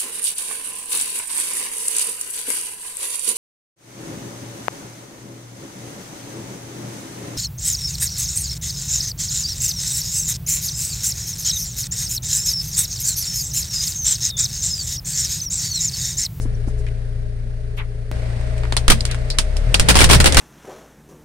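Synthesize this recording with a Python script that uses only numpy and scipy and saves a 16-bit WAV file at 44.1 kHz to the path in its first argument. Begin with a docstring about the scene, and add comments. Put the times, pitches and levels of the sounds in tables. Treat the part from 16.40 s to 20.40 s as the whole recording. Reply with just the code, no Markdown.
"""Car crushing a plastic toy

A car idles on asphalt, first a little way off, then close. It revs and its tyre climbs onto a
hollow plastic toy: single fractures snap, then runs of splintering crunch as the shell caves in.
The collapsing shell pushes air in low thumps; the loudest breaks overload the microphone."""
import sys
import numpy as np
from scipy import signal
from scipy.fft import rfft, irfft
from scipy.io import wavfile

SR = 44100
rng = np.random.default_rng(int(sys.argv[2]) if len(sys.argv) > 2 else 0)


def bounce(signal):
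    """Save signal as a 16-bit WAV file at the path given by the first command-line argument."""
    frames = np.transpose(np.atleast_2d(signal))
    limited = np.clip(frames, -1, 1)
    pcm = np.round(limited * 32767).astype(np.int16)
    wavfile.write(sys.argv[1], SR, pcm)


N = 176400
CLOSE_S = 1.715  # the car is close from here on
SPLINTER_T60_S = 0.0053

# runs of splintering: t/s, length/s, rel. level/dB, rel. thump/dB, wall ring f/Hz, rel. ring/dB
CRUNCH_RUNS = [(2.5, 0.022, -9.5, -8.5, 1080, -13), (3.486, 0.026, -9, -16, 1520, -18),
               (3.5545, 0.023, -12.5, -6, 940, -5.5), (3.589, 0.0124, -13, -22, 1590, -6),
               (3.604, 0.019, -10, -9.5, 2270, -2), (3.629, 0.019, -16, -5.5, 650, -9.5),
               (3.690, 0.026, -19, -11, 930, -10), (3.709, 0.022, -10, -12.5, 2720, -14),
               (3.732, 0.028, -10.5, -14, 1008, -16), (3.804, 0.012, -17, -18, 1460, -11),
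               (3.857, 0.024, -10, -12, 510, -8.5), (3.969, 0.015, -9.5, -2, 1480, -3),
               (3.987, 0.018, -11.5, -8, 1980, -4)]


def undb(db):
    """Decibels to amplitude."""
    return 10 ** (np.asarray(db) / 20)


def unit(x):
    """Scale to rms 1."""
    return x / np.sqrt(np.mean(x ** 2) + 1e-18)


def curve(rows, column=1):
    """One table column, linear in time between rows."""
    rows = np.array(rows)
    return np.interp(np.arange(N) / SR, rows[:, 0], rows[:, column])


def on_log(points, hz):
    """Read (f/Hz, value) points on a log-frequency axis."""
    points = np.array(points)
    return np.interp(np.log(hz + 1e-3), np.log(points[:, 0]), points[:, 1])


def colour(x, spectrum):
    """Minimum-phase filter of unit power, falling away below the spectrum's lowest point."""
    size = 2 ** 18
    hz = np.arange(size // 2 + 1) * SR / size
    low_cut = np.clip(hz / spectrum[0][0], 1e-2, 1) ** 3
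    gain = unit(undb(on_log(spectrum, hz)) * low_cut)
    cepstrum = irfft(np.log(gain))
    cepstrum[1:size // 2] *= 2
    cepstrum[size // 2 + 1:] = 0
    return irfft(rfft(x, size) * np.exp(rfft(cepstrum)))[..., :x.shape[-1]]


def band(x, hz, width_hz):
    """A resonance applied twice."""
    b, a = signal.iirpeak(hz, hz / width_hz, fs=SR)
    return signal.lfilter(b, a, signal.lfilter(b, a, x))


def decay(t, t60_s):
    """Exponential fall of 60 dB in t60_s."""
    return np.exp(-np.log(1000) * t / t60_s)


def add(out, start_s, x):
    """Mix x into out from start_s."""
    i = int(start_s * SR)
    out[:, i:i + x.shape[-1]] += x[..., :max(N - i, 0)]


def uneven_sizes(count, spread_db=4.5):
    """Random amplitudes, many small and a few large."""
    return undb(spread_db * np.minimum(rng.exponential(size=count), 4))


def stereo_noise():
    """White noise, partly alike left and right in the bass."""
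    # stereo likeness: f/Hz, left-right correlation
    likeness = [(20, 0.67), (120, 0.32), (300, 0.7), (600, 0.011), (15000, 0.034)]
    correlation = on_log(likeness, np.arange(N // 2 + 1) * SR / N)
    mid, side = rfft(rng.standard_normal((2, N)))
    spectrum = mid * np.sqrt(1 + correlation) + side * np.sqrt(1 - correlation) * np.array([[1], [-1]])
    return unit(irfft(spectrum, N))


def smear(x, t60_s):
    """Scattered reflections: each click becomes a noise tail of equal energy."""
    pole = decay(1 / SR, t60_s) ** 2
    power = signal.lfilter([1 - pole], [1, -pole], np.mean(x ** 2, axis=0) + 1e-18)
    return np.sqrt(power) * rng.standard_normal((2, N))


def under_car(x):
    """Direct sound, quick scatter between road, tyre and underbody, and a faint late echo."""
    return x + undb(-1) * smear(x, t60_s=0.092) + undb(-20.5) * smear(x, t60_s=0.38)


def engine_bay():
    """Hiss and hum of the engine bay with street noise, far and then near."""
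    # noise spectra: f/Hz, rel. density/dB
    far_spectrum = [(100, 3), (200, -11.5), (320, -16.5), (520, -11), (700, -18), (950, -28), (1350, -25.5),
                    (1650, -21), (2100, -24.5), (3200, -32.5), (4300, -30.5), (7400, -38.5), (9700, -33.5),
                    (11000, -45.5), (15000, -70)]
    near_spectrum = [(100, -4.5), (170, -5), (300, -12.5), (520, -5), (760, -12), (1050, -19.5),
                     (1950, -15), (3300, -25), (4400, -24), (7000, -32.5), (8800, -28.5), (9800, -32),
                     (11000, -43.5), (15000, -52)]
    # noise envelopes: t/s, level/dB
    far_level = [(0, -38.5), (.45, -39), (.9, -42), (1.7, -41.5)]
    near_level = [(1.7, -36), (2.3, -37.5), (2.7, -36.5), (3.1, -37.5), (3.3, -33.5), (3.48, -27), (4, -22)]
    # bay hums: f/Hz, width/Hz, far level/dB, near level/dB
    hums = [(225.7, 17.6, -55, -49), (417.5, 29.6, -44, -45), (623.4, 48, -51.5, -41)]
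    close = np.arange(N) / SR > CLOSE_S
    near = undb(curve(near_level)) * unit(colour(stereo_noise(), near_spectrum))
    far = undb(curve(far_level)) * unit(colour(stereo_noise(), far_spectrum))
    bay = np.where(close, near, far)
    for hz, width_hz, far_db, near_db in hums:
        bay += undb(np.where(close, near_db, far_db)) * unit(band(stereo_noise(), hz, width_hz))
    return bay


def engine():
    """Exhaust harmonics of the firing rate; the bay noise throbs with each firing."""
    # exhaust: t/s, firing rate/Hz, level/dB of harmonics 1, 2, 3, 4 before panning
    idle_far = [(0.0, 29, -20, -43, -45, -26.5), (0.022, 29.15, -23.5, -30.5, -52, -27),
                (0.476, 28.9, -25, -24.5, -58, -28.5), (0.556, 28.93, -26, -29.5, -44, -29),
                (1.68, 28.9, -28, -33, -51, -32)]
    idle_near = [(1.76, 29.02, -31, -24, -31, -28.5), (1.788, 29.2, -27.5, -28, -40, -26.5),
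                 (2.3, 29.17, -23.5, -22.5, -40, -26.5)]
    revving = [(2.66, 29.67, -24.5, -24, -31.5, -27), (2.82, 29.73, -25.5, -26, -52, -26.5),
               (2.968, 31.74, -22, -33, -59, -36.5), (3.144, 34.11, -19, -24.5, -58, -45),
               (3.29, 39.1, -17.5, -28.5, -19, -44), (3.372, 47.15, -20, -28.5, -47, -39),
               (3.458, 54.8, -20.5, -26, -29, -57), (3.522, 58.9, -16.5, -24, -23, -43),
               (3.578, 61.53, -14, -25.5, -44, -47), (3.88, 69.24, -21.5, -30, -63, -51),
               (3.924, 69.8, -21, -47, -50, -36), (4.0, 70.8, -12, -30, -38, -26)]
    left_lag_s, harmonic_lag_rad, pan_db, throb_db = 0.00038, 0.7, 5, 1
    rows = [*idle_far, *idle_near, *revving]
    firing_hz = curve(rows)
    phase = 2 * np.pi * (np.cumsum(firing_hz) / SR - np.array([[left_lag_s], [0]]) * firing_hz)
    exhaust = np.zeros((2, N))
    for k in range(1, 5):
        peak = np.sqrt(2) * undb(curve(rows, column=k + 1))
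        exhaust += peak * np.cos(k * phase - harmonic_lag_rad * (k - 1))
    pan = undb([[pan_db / 2], [-pan_db / 2]])
    return exhaust * pan + engine_bay() * undb(throb_db * np.cos(phase))


def tyre():
    """Rumble that grows as the wheel rolls over the toy."""
    # rumble envelope: t/s, level/dB
    level = [(0, -26.5), (.4, -34.5), (.6, -35), (1.65, -37), (1.8, -33), (3.25, -30.5), (3.4, -24),
             (3.55, -20), (3.76, -11), (3.9, -22.5), (4, -15)]
    # rumble spectrum: f/Hz, rel. density/dB
    spectrum = [(10, 9), (25, 4), (60, 6.5), (130, 0.5), (250, -22), (600, -48), (3000, -63), (12000, -75)]
    return undb(curve(level)) * unit(colour(stereo_noise(), spectrum))


def grit():
    """Grains of asphalt pop under the nearby tread."""
    # pop spectrum: f/Hz, rel. density/dB
    spectrum = [(400, -9), (1000, -1), (2000, -3), (4000, -19), (9000, -13), (11000, -43), (15000, -58)]
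    pops_per_s, level_db = 60, -54.5
    hits = (rng.random(N) < pops_per_s / SR) & (np.arange(N) / SR > CLOSE_S)
    impulses = hits * uneven_sizes(N)
    pops = smear(impulses[None], SPLINTER_T60_S)
    return undb(level_db) * unit(colour(under_car(pops), spectrum))


def click():
    """One dry, dull click where the scene changes to close by."""
    level_db, decay_s = -15, 0.00071
    age_s = np.arange(N) / SR - CLOSE_S
    return undb(level_db) * (age_s > 0) * np.exp(-np.abs(age_s) / decay_s)


def scuffs():
    """Brief rubs and ticks, each one swell of friction in its own band."""
    # rubs: t/s, length/s, rel. level/dB, low edge/Hz, high edge/Hz
    rubs = [(0, 0.062, -39, 4660, 10500), (0.052, 0.017, -38, 300, 1130), (0.146, 0.014, -43, 5630, 6000),
            (0.275, 0.023, -36, 316, 1100), (0.266, 0.057, -47, 4500, 10100),
            (0.377, 0.049, -48.5, 4600, 10100), (1.364, 0.043, -46, 3500, 13000),
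            (1.371, 0.057, -32.5, 1888, 3500), (1.372, 0.082, -33.5, 850, 2300),
            (2.677, 0.097, -32.5, 1300, 3230)]
    out = np.zeros((2, N))
    t = np.arange(SR // 4) / SR
    for start_s, length_s, db, low_hz, high_hz in rubs:
        age = 2 * t / length_s
        swell = 2 * age * np.exp(-age ** 2)
        bandpass = signal.butter(3, [low_hz, high_hz], "bandpass", fs=SR, output="sos")
        friction = unit(signal.sosfilt(bandpass, rng.standard_normal((2, len(t)))))
        add(out, start_s, undb(db) * swell * friction)
    return out


def booms():
    """Dull knocks and the tyre booming as it drops: low tones that fall as the contact relaxes."""
    # impacts: t/s, rel. level/dB, first f/Hz, settled f/Hz, t60/s
    impacts = [(.053, -17, 380, 130, .06), (.273, -18, 370, 120, .06), (2.495, -13, 175, 155, .15),
               (2.518, -21, 250, 226, .32), (2.527, -15, 190, 132, .16), (3.699, -10, 210, 90, .05),
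               (3.798, -10, 250, 140, .045), (3.7585, -1, 155, 122, .085), (3.757, -6, 72, 72, .2)]
    rise_s, settle_s = 0.0025, 0.011
    out = np.zeros((2, N))
    t = np.arange(SR // 2) / SR
    for start_s, db, first_hz, settled_hz, t60_s in impacts:
        hz = settled_hz + (first_hz - settled_hz) * np.exp(-t / settle_s)
        swell = (1 - np.exp(-t / rise_s)) * decay(t, t60_s)
        add(out, start_s, undb(db) * swell * np.sin(2 * np.pi * np.cumsum(hz) / SR))
    return out


def thumps():
    """Each collapse sends a sudden push or pull of air to the microphone, then low buffeting."""
    # shell giving way: t/s, rel. level/dB
    collapses = [(2.366, -33), (2.481, -2), (2.986, -17), (3.397, -7), (3.801, -6.5)]
    # buffeting spectrum: f/Hz, rel. density/dB
    spectrum = [(8, 2), (22, 1), (50, -8.5), (160, -14), (300, -31.5), (700, -61), (5000, -95)]
    surge_rise_s, surge_fall_s, surge_imbalance = 0.0021, 0.015, 0.48
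    buffet_s, buffet_db = 0.042, -8.5
    envelope, surges = np.zeros((2, 2, N))
    t = np.arange(SR // 3) / SR
    surge = (1 - np.exp(-t / surge_rise_s)) * np.exp(-t / surge_fall_s)
    swell = (1 - np.exp(-20 * t / buffet_s)) * np.exp(-(t / buffet_s) ** 2 / 2)
    run_thumps = [(start_s, db) for start_s, _, _, db, *_ in CRUNCH_RUNS]
    for k, (start_s, db) in enumerate(sorted([*collapses, *run_thumps], key=lambda row: row[0])):
        pan = 1 + surge_imbalance * rng.choice([-1, 1]) * np.array([[1], [-1]])
        add(surges, start_s, (-1) ** k * undb(db) * surge * pan)
        add(envelope, start_s, undb(db) * swell)
    buffeting = unit(colour(rng.standard_normal((2, N)), spectrum))
    return surges + undb(buffet_db) * envelope * buffeting


def shards():
    """Pieces freed in each run of splintering ring briefly, each at its own pitch."""
    shards_per_s, low_hz, high_hz, t60_s, gain_db = 650, 1110, 7065, 0.052, -10.5
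    out = np.zeros((2, N))
    t = np.arange(SR // 8) / SR
    for start_s, length_s, db, *_ in CRUNCH_RUNS:
        draws = rng.random((64, 4))
        for when, pitch, turn, size in draws[:int(shards_per_s * length_s)]:
            hz = low_hz * (high_hz / low_hz) ** pitch
            stereo_cycles = np.array([[0], [turn - .5]])
            ring = np.sin(2 * np.pi * (hz * t + stereo_cycles)) * decay(t, t60_s)
            add(out, start_s + when * length_s, undb(db + gain_db) * 2 * size * ring)
    return out


def snaps():
    """Each fracture is a spike and a short tearing burst with a duller body; the freed piece rings."""
    # single breaks: t/s, rel. level/dB, ring f/Hz, ring re tear/dB, body re tear/dB, ring t60/s
    fractures = [(.466, -38.5, 2100, 14.5, -13, 0.08), (.486, -45, 2260, 16, -10, 0.024),
                 (2.180, -30.5, 2210, 2, -8, 0.043), (2.235, -36.5, 1560, 0, 19, .04),
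                 (2.252, -37, 1560, 16, 14, 0.038), (2.324, -17, 3900, 3, 4.5, 0.015),
                 (2.367, -4.5, 8600, -5, -5.5, 0.028), (2.368, -22.5, 1100, 7, 5, 0.025),
                 (2.373, -20, 4000, 15.5, -19, 0.034), (2.4809, -1, 3500, -0.5, 1, 0.012),
                 (2.607, -17.5, 4636, 9, -25, 0.014), (2.653, -10.5, 6090, -12, -15, 0.016),
                 (2.713, -16.5, 3860, -2, -11, 0.065), (2.746, -23.5, 1530, -12, 3.5, .03),
                 (2.902, -17, 4480, 9.5, -17, 0.096), (2.9861, 1, 3080, -7.5, -9, 0.025),
                 (3.1682, -19.5, 5340, 0, -26, 0.031), (3.3431, -2, 2755, 10, -3, 0.018),
                 (3.345, -11.5, 4440, 9.5, -2, 0.062), (3.345, -21, 5860, 8, 1, 0.071),
                 (3.397, 1, 3410, -21, -6, .05), (3.5444, -13, 6000, -14, 1.5, .04),
                 (3.583, -8, 2010, 2, -7, .04), (3.6429, 3, 1880, -5, -5.5, 0.025),
                 (3.6998, -2, 2345, -14, 5, 0.052), (3.802, 1.5, 3980, -14, -2, 0.037),
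                 (3.8431, -1, 2770, -14, -1.5, 0.052), (3.9237, -6.5, 2685, -12, -6, .04),
                 (3.9456, -4.5, 2001, -4, -7, 0.15)]
    # bright crack and dull body spectra: f/Hz, rel. density/dB
    crack_spectrum = [(400, -8.5), (1200, -8), (2800, 1.5), (4500, 1.5), (7000, -2), (9000, 2), (10300, -7),
                      (12000, -18), (15500, -27)]
    body_spectrum = [(150, 0.5), (400, -3.5), (1100, -4.5), (2200, -7.5), (4000, -16.5), (10000, -45)]
    gain_db, spike_db, tear_s = -3, 9, 0.0014
    cracks, bodies, rings = np.zeros((3, 2, N))
    t = np.arange(SR // 8) / SR
    for start_s, db, ring_hz, ring_db, body_db, t60_s in fractures:
        crack_noise, body_noise, ring_noise = rng.standard_normal((3, 2, len(t)))
        crack_noise[:, 0] = body_noise[:, 0] = -undb(spike_db)
        tear = undb(db) * np.exp(-t / tear_s)
        tear_rms = np.sqrt(np.mean(tear ** 2))
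        ring = band(ring_noise, ring_hz, width_hz=1100) * decay(t, t60_s)
        add(cracks, start_s, tear * crack_noise)
        add(bodies, start_s, undb(body_db) * tear * body_noise)
        add(rings, start_s, undb(ring_db) * tear_rms * unit(ring))
    bright = colour(under_car(cracks), crack_spectrum)
    dull = colour(under_car(bodies), body_spectrum)
    return undb(gain_db) * (bright + dull + rings)


def crunches():
    """Runs of tiny, uneven fractures: each run opens with a crack and rings one wall of the shell."""
    # splintering spectrum: f/Hz, rel. density/dB
    spectrum = [(80, -8.5), (200, 4.5), (500, 1), (1000, -2.5), (1700, -2.5), (3000, -1.5), (5000, -3.5),
                (7000, -9.5), (9000, -2.5), (10300, -11.5), (12000, -18.5), (15500, -24.5)]
    splinters_per_s, fade_db = 1000, 5
    opening_db, opening_s = 4.5, 0.0025
    breaks, walls = np.zeros((2, 2, N))
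    t = np.arange(SR // 8) / SR
    for start_s, length_s, db, _, ring_hz, ring_db in CRUNCH_RUNS:
        hits = rng.random(len(t)) < splinters_per_s / SR
        splinters = hits * uneven_sizes(len(t))
        run = (splinters * undb(-fade_db * t / length_s))[:int(length_s * SR)]
        add(breaks, start_s, undb(db) * unit(run))
        add(breaks, start_s, undb(db + opening_db) * np.exp(-t / opening_s))
        kicks = splinters * (t < length_s) * rng.standard_normal((2, len(t)))
        ring = band(kicks, ring_hz, width_hz=270)
        add(walls, start_s, undb(db + ring_db) * unit(ring) * np.sqrt(length_s / t[-1]))
    return colour(under_car(smear(breaks, SPLINTER_T60_S)), spectrum) + walls


def scene():
    """The car and the breaking toy, in stereo."""
    car = engine() + tyre() + grit()
    toy = snaps() + crunches() + shards() + thumps()
    return car + toy + booms() + scuffs() + click()


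def record(dry):
    """The microphone overloads on the loudest breaks; the top is cut."""
    knee, top_hz = 3.2, 15750
    clipped = dry / (1 + np.abs(dry) ** knee) ** (1 / knee)
    return signal.sosfilt(signal.ellip(10, .1, 70, top_hz, fs=SR, output="sos"), clipped)


dry = scene()
out = record(dry)
bounce(out)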